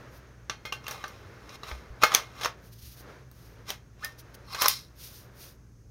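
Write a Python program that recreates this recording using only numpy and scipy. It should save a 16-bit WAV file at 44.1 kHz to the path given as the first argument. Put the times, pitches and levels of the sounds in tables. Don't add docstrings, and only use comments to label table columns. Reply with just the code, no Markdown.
import sys
import numpy as np
from scipy import signal
from scipy.fft import rfft, irfft
from scipy.io import wavfile
from scipy.ndimage import uniform_filter1d

SR = 44100
rng = np.random.default_rng(int(sys.argv[2]) if len(sys.argv) > 2 else 0)


def unload_audio(sound):
    columns = np.transpose(np.atleast_2d(sound))
    steps = np.round(np.clip(columns, -1, 1) * 32767)
    wavfile.write(sys.argv[1], SR, steps.astype(np.int16))


N = 260366

# low_hz, high_hz
BAND_EDGES = [(380, 2000), (2000, 7200), (7200, 16500)]
# pitch_hz, relative_db
METAL_COLOUR = [(230, -10.5), (420, 0.5), (1100, 1.5), (2500, -1), (5000, -0.46)]
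# pitch_hz, relative_db, ring_time (a multiple)
BARREL_MODES = [(500, -6, .6), (637, -7.5, .6), (862, -5.5, 1.0), (1235, -5, .9), (1338, -4.6, .9),
                (1548, -5.5, 1), (1715, -11, 1.1), (2143, -4, 1.7), (2490, -6.5, 1.2), (3200, -9.5, 1.5),
                (3525, -9.5, 1), (4263, -9, 1.7), (5480, -12, .9)]
TUBE_MODES = [(1163, -1, 0.55), (2740, -6.5, 0.7), (3900, -6.5, 0.26), (5724, -9.5, 0.36)]


def undb(db):
    return 10 ** (np.asarray(db) / 20)


def unit(x):
    return x / np.sqrt(np.mean(x ** 2))


def colour(x, points):
    hz, db = np.transpose(points)
    log_hz = np.log(np.arange(len(x) // 2 + 1) * SR / len(x) + 1)
    gain = undb(np.interp(log_hz, np.log(hz), db))
    return irfft(rfft(x) * gain, len(x))


def bands(x):
    layers = []
    for edges in BAND_EDGES:
        band_filter = signal.butter(2, edges, "bandpass", fs=SR, output="sos")
        layers.append(unit(signal.sosfilt(band_filter, x)))
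    return np.array(layers) * [[1], [-1], [1]]


def ring(x, hz, t60):
    pole = np.exp(2j * np.pi * hz / SR - np.log(1000) / (t60 * SR))
    return signal.lfilter([1], [1, -pole], x).imag


def walk(rate):
    hold = int(SR / rate)
    steps = np.repeat(rng.standard_normal(N // hold + 1), hold)
    return uniform_filter1d(steps, hold)[:N]


def rustle():
    # time_s, level_db
    rustle_levels = [(0, -49), (.45, -59), (.8, -54.5), (1.301, -51), (1.901, -53), (2.601, -54.5),
                     (2.851, -68.5), (3.1, -47), (3.301, -61.5), (3.601, -53.5), (3.902, -64), (4.3, -53),
                     (4.9, -62), (5.452, -54), (5.62, -67), (5.9, -72.5)]
    band_levels = (2.5, -14.5, -25)
    # pitch_hz, relative_db
    cloth_colour = [(200, 17), (450, 9.5), (800, -1.5), (1500, -0.5), (3000, -10.5)]
    time_s, level_db = np.transpose(rustle_levels)
    t = np.arange(N) / SR
    layers = bands(colour(rng.standard_normal(N), cloth_colour))
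    level = np.interp(t, time_s, level_db)
    return sum(x * undb(level + db + walk(33)) for x, db in zip(layers, band_levels))


def glove_strokes():
    # peak_s, half_length_s, level_db
    strokes = [(0.157, 0.028, -57.5), (2.664, 0.025, -57), (2.733, 0.0086, -52.5), (2.863, 0.062, -49),
               (2.993, 0.022, -50), (3.434, 0.074, -58.5), (4.198, 0.011, -47), (4.349, 0.0052, -47),
               (5.043, 0.04, -44), (5.161, 0.051, -47.5), (5.444, 0.049, -47)]
    # pitch_hz, relative_db
    glove_colour = [(2000, -5), (3500, -1), (5000, 1.5), (7400, -1.5), (10000, 1), (15500, -2)]
    t = np.arange(N) / SR
    hiss = unit(colour(rng.standard_normal(N), [(20, -33)] + glove_colour))
    swish = undb(1.6 * walk(60)) * hiss
    return swish * sum(undb(db) * np.exp(-.5 * ((t - at) / half) ** 2) for at, half, db in strokes)


def room_air():
    # pitch_hz, relative_db
    air_colour = [(24, -24), (40, -1), (114, 2), (165, -3.5), (495, -17.5), (677, -28), (1000, -29.5),
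                  (3530, -42), (6440, -27.5), (7350, -39.5), (15700, -43.5)]
    return undb(-55.5) * unit(colour(rng.standard_normal(N), air_colour))


def mains_hum():
    # pitch_hz, rms_level_db
    hum_tones = [(59, -58), (119.8, -57.5)]
    turns = 2 * np.pi / SR * np.cumsum(1 + 0.04 * walk(6))
    return sum(np.sqrt(2) * undb(db + 0.63 * walk(28.0)) * np.sin(hz * turns) for hz, db in hum_tones)


def knocks(ping_db=-4.5, ping_s=0.0008, chatter_size=0.011,
           struck_db=-7., scatter_db=1.2, split=.009, spot_db=7., spot_width=.05):
    # start_s, level_db, body_db (below 2 kHz), treble_db (above 7.2 kHz),
    # tube_db (tube ring against barrel ring), tail_db (tail against crack),
    # contact_ms (until the crack peaks), spot_hz (pitch that the struck spot favours)
    blows = [(0.4972, -25.5, 2, -24, 5.5, -14, 1, 6000), (0.6525, -50.5, 0, -8, -35, 6.5, 0.83, 2148),
             (0.7237, -31, 1, -8, 5.5, -10.5, 1.8, 2820), (0.842, -51.5, 1, -8, 4, -9, 1.5, 5820),
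             (0.867, -32.5, 2, -18, 18, -19.5, 0.79, 2750), (0.8813, -31, -2, 0.5, -21, -16, 0.67, 1715),
             (0.91, -40, 0, 2.5, 5, -5.5, 0.86, 5600), (1.04, -35.5, 9, -13, 7, -14, 1.6, 1580),
             (1.08, -47.5, -18, 5, 3, -13, 1, 5800), (1.4922, -42, 0, -30, 21, -12.5, 0.83, 5160),
             (1.6334, -42.5, 6, -11, 13, -7.5, 0.57, 3950), (1.713, -39.5, 13, -29, -18, -23, 1.6, 2100),
             (2.025, -35.5, -4, -14, -1, -0.5, 0.9, 2570), (2.0346, -14, 4.5, -1.5, -11, -15.5, 2.7, 1280),
             (2.1188, -34.5, 10, -14.5, -7, -6.5, 1, 1240), (2.1396, -28.5, -5, -4.5, -12, 1, 1.2, 6800),
             (2.1484, -5.5, -6, -4, 3.5, -29, 0.7, 6230), (2.411, -35, 2, -11, -6, -8, 1.1, 3440),
             (2.433, -30.5, 2, -7, -5, -10.5, 1.6, 3280), (2.447, -24.5, 2, -14, -1.5, -25, 1, 5500),
             (2.4575, -27, 11.5, -6, 0.5, -20.5, 1.5, 6240), (3.314, -57.5, 5, 10, -1, -15, 0.41, 4080),
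             (3.7035, -27.5, 1, 0, -6.5, -14.5, 0.7, 3200), (4.046, -29, -40.5, 6.5, 0, -20.5, 1.45, 4980),
             (4.546, -31, 2.5, -10.5, -9, -6.5, 1.5, 4100), (4.619, -18, -0.5, 4.5, -1.5, -11, 0.83, 5200),
             (4.643, -30, 11, -13, 1, -35, 1.4, 1060), (4.659, -19, -8, -4.5, 0, -20.5, 0.71, 5330),
             (4.682, -13.5, -24.5, 9, 2.5, -18, 1, 5130)]
    # pitch_hz, relative_db
    crack_peaks = [(3100, -1.5), (6200, 1), (9500, -1.5), (12700, -3.5), (15300, -2.5)]
    seated_s, loose_ring_db, seated_ring_db = 2.05, 5.5, -11
    ring_t60_s = 0.17
    out, n = np.zeros(N + SR), SR // 3
    t = np.arange(n) / SR
    noise = bands(colour(rng.standard_normal(N + SR), METAL_COLOUR))
    white = rng.standard_normal(N + SR)
    hz, db, ring_time = np.transpose(BARREL_MODES + TUBE_MODES)
    crack_hz, crack_db = np.transpose(crack_peaks)
    band_t60 = ring_t60_s * np.array([[1.2], [.9], [.8]])
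    mode_t60 = ring_t60_s * ring_time[:, None]
    snap = np.e * t / ping_s * np.exp(-t / ping_s)
    in_tube = np.arange(len(hz)) >= len(BARREL_MODES)
    chances = rng.standard_normal((len(blows), 2, len(hz)))
    for blow, chance in zip(blows, chances):
        start_s, level_db, body_db, treble_db, tube_db, tail_db, contact_ms, spot_hz = blow
        i = int(start_s * SR)
        crack_s = contact_ms / 1000
        crack = np.e * t / crack_s * np.exp(-t / crack_s)
        ring_db = loose_ring_db if start_s < seated_s else seated_ring_db
        share_db = np.array([body_db, 0, treble_db])

        clatter = (1 - np.exp(-t / crack_s)) * undb(tail_db - 60 * t / band_t60)
        burst = np.array([crack, crack, snap]) / 3
        hit = undb(share_db) @ (noise[:, i:i + n] * (burst + clatter))

        ping_hz = crack_hz * (1 + 0.055 * chance[1, :len(crack_peaks)])
        pings = np.sin(2 * np.pi * np.outer(ping_hz, t))
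        ping_levels = ping_db + crack_db + treble_db * (crack_hz > BAND_EDGES[2][0])
        hit = hit + (crack * ping_s / crack_s + snap) / 2 * (undb(ping_levels) @ pings)
        hit = hit + crack * np.sin(2 * np.pi * spot_hz * t)

        mode_db = db + np.where(in_tube, tube_db, -tube_db).clip(max=0) + scatter_db * chance[0]
        mode_db = mode_db + spot_db * np.exp(-.5 * (np.log(hz / spot_hz) / spot_width) ** 2)
        share_hz = np.log([1750, 2070, 6660, 9000])
        mode_db = mode_db + np.interp(np.log(hz), share_hz, share_db[[0, 1, 1, 2]])

        turns = 2 * np.pi * np.outer(hz * (1 + 0.006 * chance[1]), t)
        pairs = np.sin(turns) + np.sin(turns * (1 + split * chance[0, ::-1, None])) / 2
        modes = undb(mode_db) @ (pairs * undb(-60 * t / mode_t60))
        hit = hit + undb(struck_db) * crack * modes

        chatter = chatter_size * white[i:i + n] * crack + (t == 0)
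        chatter = chatter / np.sqrt(np.sum(chatter ** 2))
        ringing = signal.fftconvolve(modes, chatter)[:n]
        out[i:i + n] += undb(level_db) * (hit + undb(ring_db + tail_db) * ringing)
    return out[:N]


def slides(grit_db=2.7, steel_db=-2., damp_s=.026):
    # peak_s, rise_s and fall_s (time for 20 dB), level_db, body_db (below 2 kHz)
    slide_table = [(0.905, 0.096, 0.41, -48, 4.5), (1.558, 0.11, 0.0099, -46.5, 0),
                   (1.69, 0.067, 0.13, -43.5, 2.5), (2.021, 0.012, 0.068, -37, 4.5),
                   (2.143, 0.076, 0.11, -35.5, 6.5), (2.452, 0.079, 0.035, -34.5, 0.5),
                   (3.692, 0.023, 0.056, -34.5, -6), (4.041, 0.044, 0.1, -44.5, -1),
                   (4.534, 0.058, 0.02, -43, 7.5), (4.614, 0.038, 0.024, -33, -2.5),
                   (4.664, 0.054, 0.015, -29, 11.5), (4.7, 0.016, 0.095, -29.5, -40)]
    # pitch_hz, relative_db
    forend_colour = [(600, -12), (1050, 1.5), (2500, -3.5), (3500, -1), (4300, 8), (5300, 6.5), (6500, 0),
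                     (9000, 5)]
    forend_s, treble_db = 4.4, -15
    t = np.arange(N) / SR
    roughness = np.minimum(rng.exponential(size=N // 40 + 1), 3.5).repeat(40)[:N]
    grit = rng.standard_normal(N) * undb(grit_db * roughness)
    steel = sum(undb(db) * unit(ring(grit, hz, damp_s)) for hz, db, _ in BARREL_MODES + TUBE_MODES)
    layers = bands(colour(unit(grit) + undb(steel_db) * unit(steel), METAL_COLOUR))
    gain = 0
    for peak_s, rise_s, fall_s, level_db, body_db in slide_table:
        distance = np.where(t < peak_s, (peak_s - t) / rise_s, (t - peak_s) / fall_s)
        swell = undb(level_db - 20 * distance)
        gain = gain + np.outer(undb([body_db, 0, treble_db]), swell)
    rubbing = (layers * gain).sum(0)
    return np.where(t < forend_s, rubbing, colour(rubbing, forend_colour))


def thumps():
    # start_s, level_db, pitch_hz
    thump_table = [(1.249, -42, 95.6), (1.72, -32, 61.9), (1.901, -37.5, 53.8), (2.829, -40.5, 70.0)]
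    t60_s = 0.27
    out, t = np.zeros(N + SR), np.arange(SR // 2) / SR
    for start_s, level_db, hz in thump_table:
        i = int(start_s * SR)
        envelope = undb(level_db - 60 * t / t60_s) * (1 - np.exp(-t / 0.0008))
        out[i:i + len(t)] += envelope * np.sin(2 * np.pi * hz * t)
    return out[:N]


def squeak():
    # pitch_hz, relative_db, t60_s
    squeak_modes = [(1264, -3.5, 0.061), (1495, -3, 0.075), (1817, 3, 0.19)]
    peak_s, half_s, level_db, bare_db = 4.0395, .009, -34, -2
    low_hz, top_hz = 1074, 1755
    t = np.arange(N) / SR
    speed = np.exp(-.5 * ((t - peak_s) / half_s) ** 2)
    hz = (low_hz + (top_hz - low_hz) * speed) * (1 + 0.015 * walk(300))
    strength = np.sqrt(speed) * undb(4 * walk(400))
    tone = strength * np.sin(2 * np.pi / SR * np.cumsum(hz))
    rings = [(db, ring(tone, mode_hz, t60)) for mode_hz, db, t60 in squeak_modes]
    ringing = sum(undb(db) * x / np.abs(x).max() for db, x in rings)
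    return undb(level_db) * (undb(bare_db) * speed * tone + ringing)


def bedroom(x, t60=0.18, wet_db=-16.0, dull_hz=5080.0):
    t = np.arange(SR // 2) / SR
    tail = rng.standard_normal(len(t)) * undb(-60 * t / t60) * (t > .004)
    tail = signal.lfilter(*signal.butter(1, dull_hz, fs=SR), tail)
    tail = tail / np.sqrt(np.sum(tail ** 2))
    return x + undb(wet_db) * signal.fftconvolve(x, tail)[:N]


def microphone(x):
    # pitch_hz, relative_db
    mic_colour = [(300, -6.5), (6000, -0.5), (6900, -3), (7450, -13.5), (9500, -3.5), (11200, -8),
                  (13000, 1.5), (15500, -3.5)]
    return colour(x, mic_colour)


def scene():
    metal = bedroom(knocks() + slides() + squeak())
    hands = microphone(metal + rustle() + glove_strokes())
    return (hands + thumps() + room_air() + mains_hum())[None]


def record(dry):
    top_hz = 15780
    return signal.sosfilt(signal.ellip(10, .2, 75, top_hz, fs=SR, output="sos"), dry)


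dry = scene()
out = record(dry)
unload_audio(out)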